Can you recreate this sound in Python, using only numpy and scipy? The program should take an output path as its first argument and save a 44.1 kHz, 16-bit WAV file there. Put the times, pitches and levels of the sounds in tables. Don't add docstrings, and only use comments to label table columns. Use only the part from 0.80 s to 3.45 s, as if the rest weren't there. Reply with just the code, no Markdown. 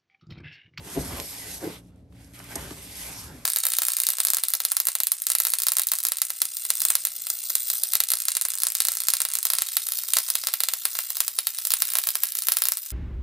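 import sys
import numpy as np
from scipy import signal
from scipy.fft import rfft, irfft, next_fast_len
from scipy.io import wavfile
from scipy.ndimage import uniform_filter1d, map_coordinates

SR = 44100
rng = np.random.default_rng(int(sys.argv[2]) if len(sys.argv) > 2 else 0)


def dump(signal):
    limited = np.clip(np.atleast_2d(signal).T, -1, 1)
    pcm = np.round(limited * 32767).astype(np.int16)
    wavfile.write(sys.argv[1], SR, pcm)


N = 116865
FLAT = [(100, 0)]


def amp(db):
    return 10 ** (np.asarray(db) / 20)


def unit(x):
    return x / np.sqrt(np.mean(x ** 2) + 1e-20)


def along(points, hz):
    f, v = np.transpose(points)
    return np.interp(np.log(hz + 1), np.log(f + 1), v)


def curve(rows, axis=1):
    rows = np.asarray(rows)
    return np.interp(np.arange(N) / SR, rows[:, 0], rows[:, axis])


def wobble(rate):
    points = rng.standard_normal(int(N * rate / SR) + 4)
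    return map_coordinates(points, [np.arange(N) * rate / SR])


def swell(middle_s, length_s, db):
    t = np.arange(N) / SR
    return amp(db) * np.exp(-.5 * ((t - middle_s) / length_s) ** 2)


def noise_pair():
    return rng.standard_normal((2, N))


def filtered(x, response):
    m = next_fast_len(N + SR // 2)
    hz = np.fft.rfftfreq(m, 1 / SR)
    return irfft(rfft(x, m) * response(hz), m)[..., :N]


def add(track, s, sound):
    part = track[..., round(s * SR):][..., :sound.shape[-1]]
    part += sound[..., :part.shape[-1]]


def lean(x, left_db):
    return x * amp([[left_db / 2], [-left_db / 2]])


# (frequency [Hz], coherence [0 to 1])
LIKENESS = [(100, .98), (350, .96), (900, .8), (1450, .5), (2000, .75), (2900, .45), (3900, .63),
            (6000, .57), (7100, .42), (8550, .98), (9400, .8), (10300, .97), (11300, .88), (12100, .97),
            (12900, .4)]


def spread(pair, spectrum):
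    def middle_and_side(hz):
        angle = np.arccos(np.clip(along(LIKENESS, hz), -1, 1)) / 2
        return amp(along(spectrum, hz)) * [np.cos(angle), np.sin(angle)]

    mid, side = filtered(pair, middle_and_side)
    return unit(np.array([mid + side, mid - side]))


# (frequency [Hz], level [dB])
HUM_TONES = [(59.5, -60.5), (119, -61), (178, -64), (280, -64.5)]
# (frequency [Hz], relative level [dB])
AIR_COLOUR = [(20, -42), (40, -19), (58, 1), (80, -1), (115, 1.5), (145, -10), (180, -1.5), (215, -10),
              (275, -2.5), (340, -17.5), (600, -19), (1200, -38.5), (4000, -43.5), (13000, -56)]
AIR_DB = -51.5


def background():
    t = np.arange(N) / SR
    hum = np.zeros(N)
    for hz, db in HUM_TONES:
        level = amp(db + 3.4 * wobble(5.55)) * np.sqrt(2)
        hum += level * np.sin(2 * np.pi * hz * t + 0.38 * wobble(5.1))
    return hum + amp(AIR_DB) * spread(noise_pair(), AIR_COLOUR)


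# (frequency [Hz], decay time [s])
ROOM_DECAY = [(150, 0.36), (1500, 0.19), (10000, .2)]


def kitchen(x):
    hz, t, z = signal.stft(rng.standard_normal((2, SR // 2)), SR, nperseg=256)
    fade = amp(-60 * t / along(ROOM_DECAY, hz)[:, None])
    tail = signal.istft(z * fade, SR, nperseg=256)[1]
    tail = spread(tail, FLAT)[:, :SR // 2]
    return signal.fftconvolve(x, tail / np.linalg.norm(tail[0]), axes=1)[:, :N]


# (middle [s], length [s], level [dB])
PAN_SHIFTS = [(.005, 0.022, -46), (0.194, 0.018, -33), (0.312, 0.075, -40), (1.83, 0.072, -44),
              (2.518, 0.075, -49)]
# (frequency [Hz], relative level [dB])
RUMBLE_COLOUR = [(30, -22), (55, 0.5), (75, 5), (110, -3.5), (145, 0.5), (200, -7), (260, -1.5),
                 (400, -35.5), (800, -53)]


def shifts():
    swells = sum(swell(*row) for row in PAN_SHIFTS)
    return swells * spread(noise_pair(), RUMBLE_COLOUR)


# (middle [s], length [s], level [dB], frequency [Hz], half width [Hz])
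TOWEL_POCKETS = [(.48, 0.072, -51.5, 4900, 250), (.66, 0.054, -50.5, 2004, 110),
                 (0.942, 0.028, -52.5, 3730, 600), (2.31, .05, -51, 2450, 250),
                 (2.378, .04, -47, 5700, 650)]


def hollows():
    out = np.zeros((2, N))
    for s, length_s, db, centre_hz, width_hz in TOWEL_POCKETS:
        resonance = lambda hz: 1 / (1 + ((hz - centre_hz) / width_hz) ** 2)
        band = unit(filtered(spread(noise_pair(), FLAT), resonance))
        out += swell(s, length_s, db) * band
    return lean(out, left_db=-2.5)


# (time [s], level [dB], centre frequency [Hz])
PAPER_SNAPS = [(0.4000, -23, 5060), (1.160, -60.5, 9000), (1.325, -54.5, 1190), (1.536, -46, 7000),
               (1.602, -37, 990), (1.7581, -34, 800), (1.908, -36.5, 2500)]
SNAP_T60_S, SNAP_OCTAVES = 0.014, 1.13


def snaps():
    out, t = np.zeros((2, N)), np.arange(SR // 8) / SR
    for s, db, centre_hz in PAPER_SNAPS:
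        bell = lambda hz: np.exp(-.5 * (np.log2((hz + 1) / centre_hz) / SNAP_OCTAVES) ** 2)
        burst = unit(filtered(spread(noise_pair(), FLAT), bell))
        add(out, s, burst[:, :len(t)] * amp(db - 60 * t / SNAP_T60_S))
    return out


STRIKE_SCATTER_DB = 1.5


def ring(modes, t):
    out = np.zeros(len(t))
    for k, (hz, db, t60) in enumerate(modes):
        level_db = db + STRIKE_SCATTER_DB * rng.standard_normal()
        sign = (-1) ** k
        out += sign * amp(level_db - 60 * t / t60) * np.sin(2 * np.pi * hz * t)
    return out


# (time [s], level [dB], contact time [s])
PAN_BUMPS = [(0.1638, -26, .0003), (0.1709, -8, 0.0012), (0.206, -20, 0.0013), (1.7578, -30, 0.00023),
             (1.909, -31, 0.00052)]
# (frequency [Hz], relative level [dB], time to fade by 60 dB [s])
PAN_MODES = [(149.4, -17.5, 0.21), (189, -13, 0.12), (252, -7, 0.062), (289.8, -3, .11), (396, -3.5, 0.064),
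             (557, -15.5, .06), (669, -6, 0.063), (780, -17, .06), (868, -6, 0.08), (1004, -16.5, 0.046),
             (1470, -27, 0.036)]
BUMP_RISE_S = 0.0013


def bumps():
    out, t = np.zeros(N), np.arange(SR // 2) / SR
    for s, db, contact_s in PAN_BUMPS:
        push = t * np.exp(-2 * t / contact_s)
        ringing = ring(PAN_MODES, t) * (1 - np.exp(-t / BUMP_RISE_S))
        add(out, s, amp(db) * signal.fftconvolve(ringing, push / push.sum()))
    return lean(out, left_db=1.3)


# (frequency [Hz], relative level [dB])
HISS_COLOUR = [(1500, -37), (2800, -8), (3800, -3.5), (4950, 0.5), (7000, 0), (8500, 0), (9600, -2),
               (11400, -1), (13000, -6.5)]
# (time [s], level [dB])
IRON_CONTACTS = [(1.7557, -26), (1.7579, -25), (1.7601, -35)]
# (frequency [Hz], relative level [dB], time to fade by 60 dB [s])
IRON_MODES = [(2130, -24, 0.044), (4670, -11.5, 0.022), (6130, -2.5, 0.012), (6860, -7, 0.014),
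              (8320, 0.5, 0.017), (9470, -5.5, 0.017), (11360, -6.5, 0.014)]
CRACK_DB, CRACK_T60_S = -3.5, 0.011


def knock():
    out, t = np.zeros((2, N)), np.arange(SR // 4) / SR
    for s, db in IRON_CONTACTS:
        crack = spread(noise_pair(), HISS_COLOUR)[:, :len(t)]
        crack = crack * amp(CRACK_DB - 60 * t / CRACK_T60_S)
        add(out, s, amp(db) * (ring(IRON_MODES, t) + crack))
    return lean(out, left_db=-1.1)


def fibres(per_s):
    return (rng.random(N) < per_s / SR) * noise_pair()


CRINKLE_START_S, CRINKLE_END_S = 1.0, 1.7
CRINKLES_PER_S, CRINKLE_DB = 70, -8


def crinkles(speed_db):
    t = np.arange(N) / SR
    handled = (t > CRINKLE_START_S) & (t < CRINKLE_END_S)
    decay = np.exp(-t[None, :SR // 50] / 0.0009)
    power = signal.fftconvolve(fibres(CRINKLES_PER_S) ** 2, decay, axes=1)[:, :N]
    ticks = spread(np.sqrt(np.abs(power)) * noise_pair(), HISS_COLOUR)
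    return ticks * handled * amp(speed_db + CRINKLE_DB)


def friction(spectrum, slips, smooth_db, patchy_db):
    pair = unit(slips) + amp(smooth_db) * noise_pair()
    z = signal.stft(pair, nperseg=512)[2]
    field = uniform_filter1d(rng.standard_normal(z.shape[1:]), size=5, axis=0)
    field = uniform_filter1d(field, size=18, axis=1)
    patchy = signal.istft(z * amp(patchy_db * unit(field)), nperseg=512)[1][:, :N]
    return spread(patchy, spectrum)


SLIPS_PER_S, SLIP_JITTER = 190, .35


def stick_slip():
    turns = np.cumsum(SLIPS_PER_S * np.exp(SLIP_JITTER * wobble(120))) / SR
    since_s = turns % 1 / SLIPS_PER_S
    return noise_pair() * np.exp(-since_s / 0.0028)


# (time [s], level [dB])
DRAG_LEVEL = [(0, -56), (.04, -56.5), (.075, -44.5), (.14, -56), (.17, -34), (.25, -49), (.33, -42),
              (.42, -41), (.5, -68), (.64, -57), (.8, -59.5), (.835, -38), (.875, -37), (.92, -47),
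              (1.05, -66), (1.5, -75.5), (1.61, -55.5), (1.65, -67), (1.74, -51.5), (1.765, -43.5),
              (1.85, -47.5), (1.92, -50.5), (1.99, -59), (2.18, -63), (2.31, -55), (2.43, -61),
              (2.5, -52.5), (2.56, -54), (2.65, -61.5)]
# (frequency [Hz], relative level [dB])
SHUDDER_COLOUR = [(40, -30), (70, -8.5), (150, 4.5), (215, -4.5), (290, 3), (420, 5), (490, -3),
                  (580, -1.5), (850, -11), (1200, -27), (2500, -36)]
SHUDDER_DB = 1.5


def shudder():
    rub = friction(SHUDDER_COLOUR, stick_slip(), smooth_db=-13.5, patchy_db=1.9)
    return lean(rub * amp(curve(DRAG_LEVEL) + SHUDDER_DB), left_db=0.5)


# (frequency [Hz], relative level [dB])
GRIND_COLOUR = [(300, -27), (600, -2.5), (850, 1.5), (1050, 0), (1300, -2), (1600, 0.5), (2000, -13),
                (3500, -39)]
GRIND_DB = 2


def grind(level_db):
    rub = friction(GRIND_COLOUR, fibres(1200), smooth_db=5.5, patchy_db=3.0)
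    return lean(rub * amp(level_db + GRIND_DB + 0.42 * wobble(54)), left_db=-1.5)


# (frequency [Hz], relative level [dB])
SCRAPE_COLOUR = [(700, -6), (1400, -13.5), (2000, 0), (2600, -0.5), (3300, -2.5), (4200, -7), (7000, -23.5)]
SCRAPE_DB = 1.5


def scrape(level_db):
    rub = friction(SCRAPE_COLOUR, fibres(1500), smooth_db=3, patchy_db=1.5)
    return lean(rub * amp(level_db + SCRAPE_DB + 0.83 * wobble(50)), left_db=-1.2)


# (frequency [Hz], relative level [dB])
FIZZ_COLOUR = [(6000, -30), (8300, -3), (9800, -4), (11500, 0), (13000, 0)]
FIZZ_DB = -3
FIZZ_GROWS, FAST_DB = 1.35, -41


def fizz(speed_db):
    rub = friction(FIZZ_COLOUR, fibres(3000), smooth_db=2, patchy_db=4.0)
    level_db = FAST_DB + FIZZ_GROWS * (speed_db - FAST_DB) + FIZZ_DB
    return lean(rub * amp(level_db), left_db=1.8)


HISS_DB = -0.5


def hiss(speed_db):
    rub = friction(HISS_COLOUR, fibres(5000), smooth_db=3.5, patchy_db=1.5)
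    return rub * amp(speed_db + HISS_DB)


# (time [s], hiss level [dB], upper scrape level [dB], lower scrape level [dB])
WIPES = [
    [(0.0, -57, -60.5, -67), (0.08, -43, -50, -51), (0.146, -41, -47, -50.5), (0.172, -44.5, -45, -44.5),
     (0.216, -38, -51, -50), (0.384, -41.5, -45, -44), (0.398, -42.5, -45.5, -45.5),
     (0.458, -39.5, -51, -63), (0.654, -41.5, -49.5, -54.5), (0.746, -37.5, -50, -56),
     (0.788, -45, -57.5, -57.5), (0.844, -43.5, -49.5, -44), (0.96, -48.5, -49, -56),
     (1.0, -59.5, -63.5, -70)],
    [(1.66, -51.5, -54, -61.5), (1.722, -43, -49, -47.5), (1.748, -47, -49.5, -53), (1.758, -49, -47, -44),
     (1.772, -44.5, -48, -46), (1.902, -46, -49, -52), (1.908, -43, -52, -45.5), (1.94, -48, -54, -57),
     (2.116, -45, -51, -64), (2.214, -39.5, -46.5, -52.5), (2.31, -41, -51.5, -49),
     (2.426, -42.5, -53.5, -59), (2.508, -52.5, -59.5, -50), (2.65, -56, -60, -65.5)],
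]
TURN_IN_HAND = [(1.02, -70, -75, -73), (1.085, -66.5, -73, -82), (1.11, -83, -78, -75),
                (1.2, -76, -78, -82), (1.27, -95, -103, -98), (1.31, -75, -84, -79),
                (1.35, -67, -66, -70.5), (1.41, -60, -63, -67), (1.527, -62, -70, -68),
                (1.55, -52, -54, -63.5), (1.6, -51.5, -56.5, -55)]


def towel():
    stroke = np.vstack([WIPES[0], TURN_IN_HAND, WIPES[1]])
    speed_db = curve(stroke) + 1.1 * wobble(60.25)
    fine = lean(hiss(speed_db) + crinkles(speed_db), left_db=-1.4) + fizz(speed_db)
    rough = scrape(curve(stroke, axis=2)) + grind(curve(stroke, axis=3))
    return fine + rough + shudder()


WALL_DB, WALL_MAX_S = -13, .02


def walls(x, count=10):
    delay_s = WALL_MAX_S * (.1 + rng.random(count))
    gain = rng.choice([-1, 1], count) * amp(WALL_DB) / np.sqrt(count)
    out = x.copy()
    for s, g in zip(delay_s, gain):
        add(out, s, g * x)
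    return out / np.sqrt(1 + amp(WALL_DB) ** 2)


WET_DB = -12


def scene():
    blows = bumps() + knock() + snaps()
    room = amp(WET_DB) * kitchen(blows) + background()
    return walls(towel()) + hollows() + shifts() + blows + room


# (frequency [Hz], lead of the left [radians])
PORT_LEAD = [(60, 0), (260, .2), (900, -.65), (1350, -.55), (1800, .55), (2800, -1.8), (3400, -.6),
             (5000, -.4), (6900, -.5), (7500, -1.5), (8400, -.1), (8850, .1), (10250, 3.14), (11850, 6.2),
             (12400, 6.4), (13200, 8.8)]
PORT_HZ, PORT_WIDTH_HZ, PORT_DB = 11290, 2120, 5.5
ROLL_HZ, ROLL_DB_PER_KHZ = 11790, 9
TOP_HZ = 13300


def record(dry):
    def response(hz):
        resonance_db = PORT_DB * np.exp(-((hz - PORT_HZ) / PORT_WIDTH_HZ) ** 2)
        fall_db = ROLL_DB_PER_KHZ * np.maximum(hz - ROLL_HZ, 0) / 1000
        phase = np.exp(.5j * np.outer([1, -1], along(PORT_LEAD, hz)))
        return amp(resonance_db - fall_db) * phase * (hz < TOP_HZ)

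    return filtered(dry, response)


dry = scene()
out = record(dry)
dump(out)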